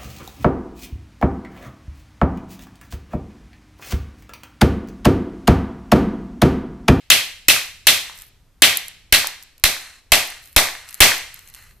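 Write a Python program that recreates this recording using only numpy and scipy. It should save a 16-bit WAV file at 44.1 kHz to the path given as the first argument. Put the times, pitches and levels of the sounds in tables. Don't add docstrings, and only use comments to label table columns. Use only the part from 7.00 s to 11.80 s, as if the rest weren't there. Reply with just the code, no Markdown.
import sys
import numpy as np
from scipy import signal
from scipy.io import wavfile

SR = 44100
rng = np.random.default_rng(int(sys.argv[2]) if len(sys.argv) > 2 else 0)


def ratio(d):
    e = np.asarray(d, float) / 20
    return 10 ** e


def generate_wav(signal):
    frames = np.transpose(np.atleast_2d(signal))
    scaled = np.clip(frames, -1, 1) * 32767
    pcm = np.round(scaled).astype(np.int16)
    wavfile.write(sys.argv[1], SR, pcm)


N = 211661
LEAD = SR // 2


def rms_one(x):
    return x / np.sqrt(np.mean(x ** 2) + 1e-20)


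def at_hz(points, hz, column=1):
    points = np.array(points)
    return np.interp(np.log(hz), np.log(points[:, 0]), points[:, column])


def resonate(x, modes):
    out = 0
    for k, (hz, width_hz, db) in enumerate(modes):
        r = np.exp(-np.pi * width_hz / SR)
        a = [1, -2 * r * np.cos(2 * np.pi * hz / SR), r * r]
        b = [(1 - r * r) / 2, 0, -(1 - r * r) / 2]
        sign = (-1) ** k
        out = out + sign * ratio(db) * signal.lfilter(b, a, x)
    return out


def filtered(x, kind, order, hz):
    return signal.sosfilt(signal.butter(order, hz, kind, fs=SR, output="sos"), x)


def add(track, s, sound):
    i = LEAD + round(s * SR)
    track[:, i:i + sound.shape[-1]] += sound


def bands(size):
    edges = 14 * 2 ** np.arange(0, 10.3, .4)
    white = rng.standard_normal((2, 2, size))
    for k, (low, high) in enumerate(zip(edges, edges[1:])):
        mid, side = filtered(white[k % 2], "band", 2, [low, high])
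        yield np.sqrt(low * high), mid, side


def spread(mid, side, alike):
    alike = np.clip(alike, 0, 1)
    return np.sqrt(1 + alike) * mid + np.sqrt(1 - alike) * side * [[1], [-1]]


# [f/Hz, level/dB per Hz]
FLOOR_COLOUR = [(8.8, -32), (15, 2.5), (85, -6.5), (124, -11.5), (214, -20), (556, -26), (13400, -41),
                (15000, -66)]
# [t/s, level/dB]
RUMBLE_SWELL = [
    (0.0, -60),
    (0.39, -56),
    (2.0, -56.5),
    (2.5, -62.5),
    (3.5, -58.5),
    (4.25, -58.5),
    (4.8, -53.5),
]
FLOOR_DB = -54
WHINE_HZ, WHINE_DB, WHINE_END_S = 13194, -78, 1.8
SHAKE_DB_PER_PUSH, SHAKE_S = 23.5, 0.083


def background():
    t = np.arange(N) / SR
    whine = ratio(WHINE_DB) * np.sin(2 * np.pi * WHINE_HZ * t) * (t < WHINE_END_S)
    swell_db = np.interp(t, *np.transpose(RUMBLE_SWELL)) + 58
    for s, *_, push in HAMMER_BLOWS:
        swell_db += SHAKE_DB_PER_PUSH * abs(push) * (t > s) * np.exp(-np.abs(t - s) / SHAKE_S)
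    noise = 0
    for hz, mid, side in bands(N):
        level = ratio(at_hz(FLOOR_COLOUR, hz) + swell_db * (hz < 250))
        alike = .95 - 0.042 * np.log2(1 + hz / 100)
        noise = noise + level * spread(mid, side, alike)
    return ratio(FLOOR_DB) * rms_one(noise) + whine


# [f/Hz, level/dB, time for the first decay to fall 60 dB/s, late tail level/dB,
# left-right likeness 0 to 1]
GARAGE_RING = [(49, 0, 0.14, -21, 0.86), (243, 0, 0.28, -26.5, 0.99), (690, 0.5, 0.39, -28.5, 0.98),
               (1480, -3.5, 0.37, -13.5, 0.92), (2670, -3.5, 0.41, -14, 0.64),
               (4340, -1, 0.36, -14.5, 0.44), (7800, -3, 0.37, -16.5, 0.052), (14000, -5, 0.34, -25.5, .08)]
# [t/ms, width/ms, boost below 3 kHz/dB, boost above 8 kHz/dB]
EARLY_ECHOES = [
    (11.0, .7, 7, 1),
    (15.2, 1.3, 4, 7),
    (22.5, 1.2, 2, 4),
    (33.8, .6, 5, 1),
    (45.8, .6, 4, 0),
]
# [t/ms, level/dB]
WALL_SLAPS = [
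    (10.9, 16),
    (33.6, 13),
]
LATE_T60_S, FIRST_WALL_S, BUILD_S, LUMPY_DB, LUMPY_S = 0.68, 0.0047, 0.0027, -2, 0.057


def garage(x):
    t = np.arange(round(1.1 * SR)) / SR
    after = np.maximum(t - FIRST_WALL_S, 0)
    lumps = np.repeat(rng.standard_normal(len(t) // 32 + 1), 32)[:len(t)]
    build = (1 - np.exp(-after / BUILD_S)) * ratio(LUMPY_DB * lumps * np.exp(-after / LUMPY_S))
    answer = 0
    for hz, mid, side in bands(len(t)):
        first = ratio(-60 * after / at_hz(GARAGE_RING, hz, column=2))
        late = ratio(at_hz(GARAGE_RING, hz, column=3) - 60 * after / LATE_T60_S)
        boost_db = 0
        for ms, width_ms, low_db, high_db in EARLY_ECHOES:
            height_db = at_hz([(3000, low_db), (8000, high_db)], hz) * (hz > 500)
            boost_db = boost_db + height_db * np.exp(-((1000 * t - ms) / width_ms) ** 2)
        gain = ratio(at_hz(GARAGE_RING, hz) + boost_db) * np.sqrt(first ** 2 + late ** 2)
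        answer = answer + gain * spread(mid, side, at_hz(GARAGE_RING, hz, column=4))
    answer = answer * build
    for ms, db in WALL_SLAPS:
        answer[:, round(ms * SR / 1000)] += ratio(db)
    mono = x.mean(axis=0)[None]
    return signal.fftconvolve(mono, answer, axes=1)[:, :x.shape[1]]


def burst(ms, alike, size):
    t_ms = np.arange(size) / SR * 1000
    grains = rng.standard_normal((2, size)) * ratio(1.9 * rng.standard_normal(size))
    return spread(*grains, alike) * np.minimum(t_ms / 0.15, 1) * np.exp(-(t_ms / ms) ** 2)


def scattered_click(size):
    click = signal.unit_impulse(size)
    for lag in rng.integers(5, 60, 5):
        gap = np.zeros(lag - 1)
        click = signal.lfilter(np.r_[-.6, gap, 1], np.r_[1, gap, -.6], click)
    return click[None]


# [f/Hz, width/Hz, level/dB]
LOW_MODES = [(1681, 603, -3), (2090, 516, 0)]
MIDDLE_MODES = [(2597, 366, 1), (3208, 677, -1.5)]
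HIGH_MODES = [(3626, 593, 0), (4190, 985, -4.5), (5210, 870, -3.5)]
# [f/Hz, width/Hz, level/dB]
CRACK_MODES = [(7080, 4400, 3.5), (10370, 2900, 5.5), (14000, 2700, 4)]
# [f/Hz, width/Hz, level/dB]
HOLLOW_MODES = [(273, 120, -2), (442.4, 350, -3.5), (650, 170, 1), (1134, 490, 0)]
CRACK_FOLLOWS = .9


def shell(contact, thud_db, middle_db, bright_db):
    low = resonate(contact, LOW_MODES)
    middle = ratio(middle_db) * resonate(contact, MIDDLE_MODES)
    high = ratio(bright_db) * resonate(contact, HIGH_MODES)
    hollow = ratio(thud_db) * resonate(contact, HOLLOW_MODES)
    crack = ratio(CRACK_FOLLOWS * bright_db - 11.5) * resonate(contact, CRACK_MODES)
    return low + middle + high + hollow - crack


# [t/s, level/dB, middle shell modes level/dB, brightness level/dB, overload push -1 to 1]
HAMMER_BLOWS = [
    (0.101, 1, 0, -0.5, .005),
    (0.483, 0, 0.5, 1.5, -.03),
    (0.8689, 0.5, -0.5, 1, -.015),
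    (1.62, 3, -3, -1.5, -.015),
    (2.1241, -1, -1, 0.5, 0.11),
    (2.6377, -3, -2.5, 0, -0.098),
    (3.119, 1, -1, -1, -.1),
    (3.5624, 0, -4, -0.5, -0.21),
    (4.004, 7.5, -2, -2, -.27),
]
OTHER_BLOWS = [
    (-0.33, -2, -1.5, -2, 0),
    (2.1459, -12, 1, -0.46, 0),
]
# [f/Hz, width/Hz, level/dB]
WALL_RINGS = [(3300, 1800, -6), (2530, 310, -7.5), (3370, 600, -3.5), (3040, 910, -0.5), (1660, 330, -1.5),
              (4000, 200, -6), (700, 220, -2.5), (676, 710, -1.5), (6000, 1000, -13)]
# [f/Hz, width/Hz, level/dB]
REBOUND_RING = (4100, 1200, 4.2)
# [f/Hz, width/Hz, level/dB]
SLAB_MODES = [(58, 27, -11), (99, 57, -9.5)]
CONTACT_MS, AFTER_SHAKE_MS = 4.7, 9.6
THUD_DB, LOOSENS_DB_PER_S = -11, 0.66


def blows():
    direct, sent = np.zeros((2, 2, N + 2 * LEAD))
    contacts = [*OTHER_BLOWS, *HAMMER_BLOWS]
    walls = [WALL_RINGS[0], REBOUND_RING, *WALL_RINGS]
    for (s, db, middle_db, bright_db, _), wall in zip(contacts, walls):
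        thud_db = THUD_DB + LOOSENS_DB_PER_S * s
        crunch = burst(CONTACT_MS, 0.71, size=4096)
        after_shake = ratio(-11.5) * burst(AFTER_SHAKE_MS, 0.37, size=4096)
        heard = shell(crunch + after_shake, thud_db - 0.5, middle_db, bright_db)
        add(direct, s, ratio(db + 12.5) * (heard + resonate(heard, [wall])))
        click = scattered_click(size=4096)
        around = shell(click, thud_db, middle_db, bright_db)
        add(sent, s, ratio(db) * (around + resonate(around, [wall]) + resonate(click, SLAB_MODES)))
    return filtered(direct, "high", 2, 220), sent


# [t/s, peak level/dB, f/Hz]
HOUSING_BOUNCES = [
    (0.563, -13, 1340),
    (0.614, -19, 1900),
    (1.096, -30, 985),
    (1.729, -14, 1840),
    (2.244, -16, 977),
    (2.765, -22, 1510),
    (3.686, -16, 1820),
    (3.751, -21, 1800),
    (4.118, -7, 1700),
]
BOUNCE_WIDTH_HZ = 440


def bounces():
    out = np.zeros((2, N + 2 * LEAD))
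    touch = np.r_[np.hanning(8), np.zeros(2040)]
    for s, db, hz in HOUSING_BOUNCES:
        knock = resonate(touch, [(hz, BOUNCE_WIDTH_HZ, 0), (1.6 * hz, 900, -10), (9000, 6000, -14)])
        add(out, s + .001, ratio(db + 3.5) * knock[None] / np.abs(knock).max())
    return out


def stroke(t, start, length, db, sag_db):
    edge_s = .012
    edges = np.clip(np.minimum(t - start, start + length - t) / edge_s + .5, 0, 1)
    return edges * ratio(db - sag_db * np.clip(t - start, 0, length))


def rubbing(strokes, modes, channels):
    t = np.arange(-LEAD, N + LEAD) / SR
    level = sum(stroke(t, *row) for row in strokes)
    catches = np.repeat(rng.standard_normal(len(t) // 256 + 1), 256)[:len(t)]
    uneven_db = 4 * rng.standard_normal(len(t)) + 2.5 * catches
    grit = rng.standard_normal((channels, len(t))) * ratio(uneven_db)
    return level * rms_one(resonate(grit, modes))


# [start t/s, length t/s, level/dB, sag/dB per s]
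SHOVES = [
    (1.05, 0.19, -43.5, 40),
    (2.8, .2, -40, 66),
    (3.3, 0.3, -40.5, 98),
    (3.76, 0.24, -47, 7),
    (4.3, 0.24, -50, 32),
    (4.55, .18, -48.5, 50),
]


def drag():
    modes = [(1330, 750, -7.5), (1980, 280, -1), (2756, 360, -7.5), (4170, 200, -3.5), (6800, 4500, -14)]
    return rubbing(SHOVES, modes, channels=1)


# [start t/s, length t/s, level/dB, sag/dB per s]
GRIT_STROKES = [
    (1.15, 0.14, -46, 58),
    (3.42, .13, -50, 17),
    (3.87, .12, -52, -15),
    (4.32, 0.186, -61.5, -70),
    (4.53, .27, -48, 63),
]
# [t/s, peak level/dB, f/Hz]
CHIP_LANDINGS = [(1.2196, -22, 12600), (1.7709, -2, 10400), (1.8624, -33, 12800), (1.8816, -16, 9010),
                 (2.2702, -5, 11200), (2.4254, -26, 10300), (2.4339, -30, 9940), (2.5795, -37, 12900),
                 (2.597, -39, 12900), (3.274, -21, 11200), (3.3019, -22, 8770), (3.5279, -31, 11700),
                 (3.8886, -24, 13600), (3.8934, -26, 13600), (3.9074, -26, 11700), (4.4747, -30, 13600),
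                 (3.9268, -27, 13300), (3.9424, -16, 8710), (3.9504, -26, 9810), (4.1654, -22, 12300),
                 (4.1794, -19, 11900), (4.342, -19, 10900), (4.3615, -32, 13600), (4.3909, -29, 13900),
                 (4.5466, -26, 13800), (4.6239, -37, 13200)]
# [first touch t/s, last touch t/s, hop t/s, peak level/dB]
CRUMB_SKIPS = [
    (1.1757, 1.2105, .0116, -30),
    (3.4396, 3.4736, .017, -33),
    (4.4864, 4.4994, .013, -34),
    (4.5389, 4.5524, .0135, -30),
]
CRUMB_HZ, HOP_SPREAD_DB, CHIP_RATTLE_MS = 13300, 1.5, .8
CHIP_PAN_DB, PAN_SPREAD_DB = -.4, .9


def chips():
    out = rubbing(GRIT_STROKES, [(9660, 3000, -8.5), (13000, 2500, -2.5)], channels=2)
    hops = []
    for first, last, hop, db in CRUMB_SKIPS:
        for s in np.arange(first, last + hop / 2, hop):
            hops.append((s, db + HOP_SPREAD_DB * rng.standard_normal(), CRUMB_HZ))
    for s, db, hz in [*CHIP_LANDINGS, *hops]:
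        shiver = ratio(-14) * burst(3.5, .3, size=1024)
        rattle = burst(CHIP_RATTLE_MS, .5, size=1024) + shiver
        tick = resonate(rattle, [(hz, 2500, 0), (13600, 2500, 1), (8500, 3000, -9), (2500, 2500, -14)])
        pan_db = CHIP_PAN_DB + PAN_SPREAD_DB * rng.standard_normal()
        level = ratio(db + 3 + pan_db * np.array([[.5], [-.5]]))
        add(out, s + .0007, level * tick / np.abs(tick).max(axis=1, keepdims=True))
    return out


def scene():
    hammer, sent = blows()
    housing = bounces() + drag()
    splinters = chips()
    room = garage(ratio(3) * sent + ratio(-37.5) * housing + ratio(-47) * splinters)
    return (hammer + housing + splinters + room)[:, LEAD:LEAD + N] + background()


def band_limit(x):
    return signal.sosfilt(signal.butter(12, 15480, fs=SR, output="sos"), x)


PUSH_S, PUSH_UNEVEN = .0135, .035


def record(dry):
    push = np.zeros((2, N + 2 * LEAD))
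    bump = 2.1 * np.hanning(round(PUSH_S * SR))
    for s, *_, shift in HAMMER_BLOWS:
        left_right = shift + PUSH_UNEVEN * rng.standard_normal() * np.array([1, -1])
        add(push, s, np.outer(left_right, bump))
    push = filtered(push, "high", 2, 4.0)[:, LEAD:LEAD + N]
    loud = np.clip(1.094 * np.tanh((dry + push) / 1.234), -1, 1)
    top_cut = signal.cheby2(14, 35, 14450, fs=SR, output="sos")
    mix = np.clip(signal.sosfilt(top_cut, loud), -1, 1)
    return band_limit(mix)


dry = scene()
out = record(dry)
generate_wav(out)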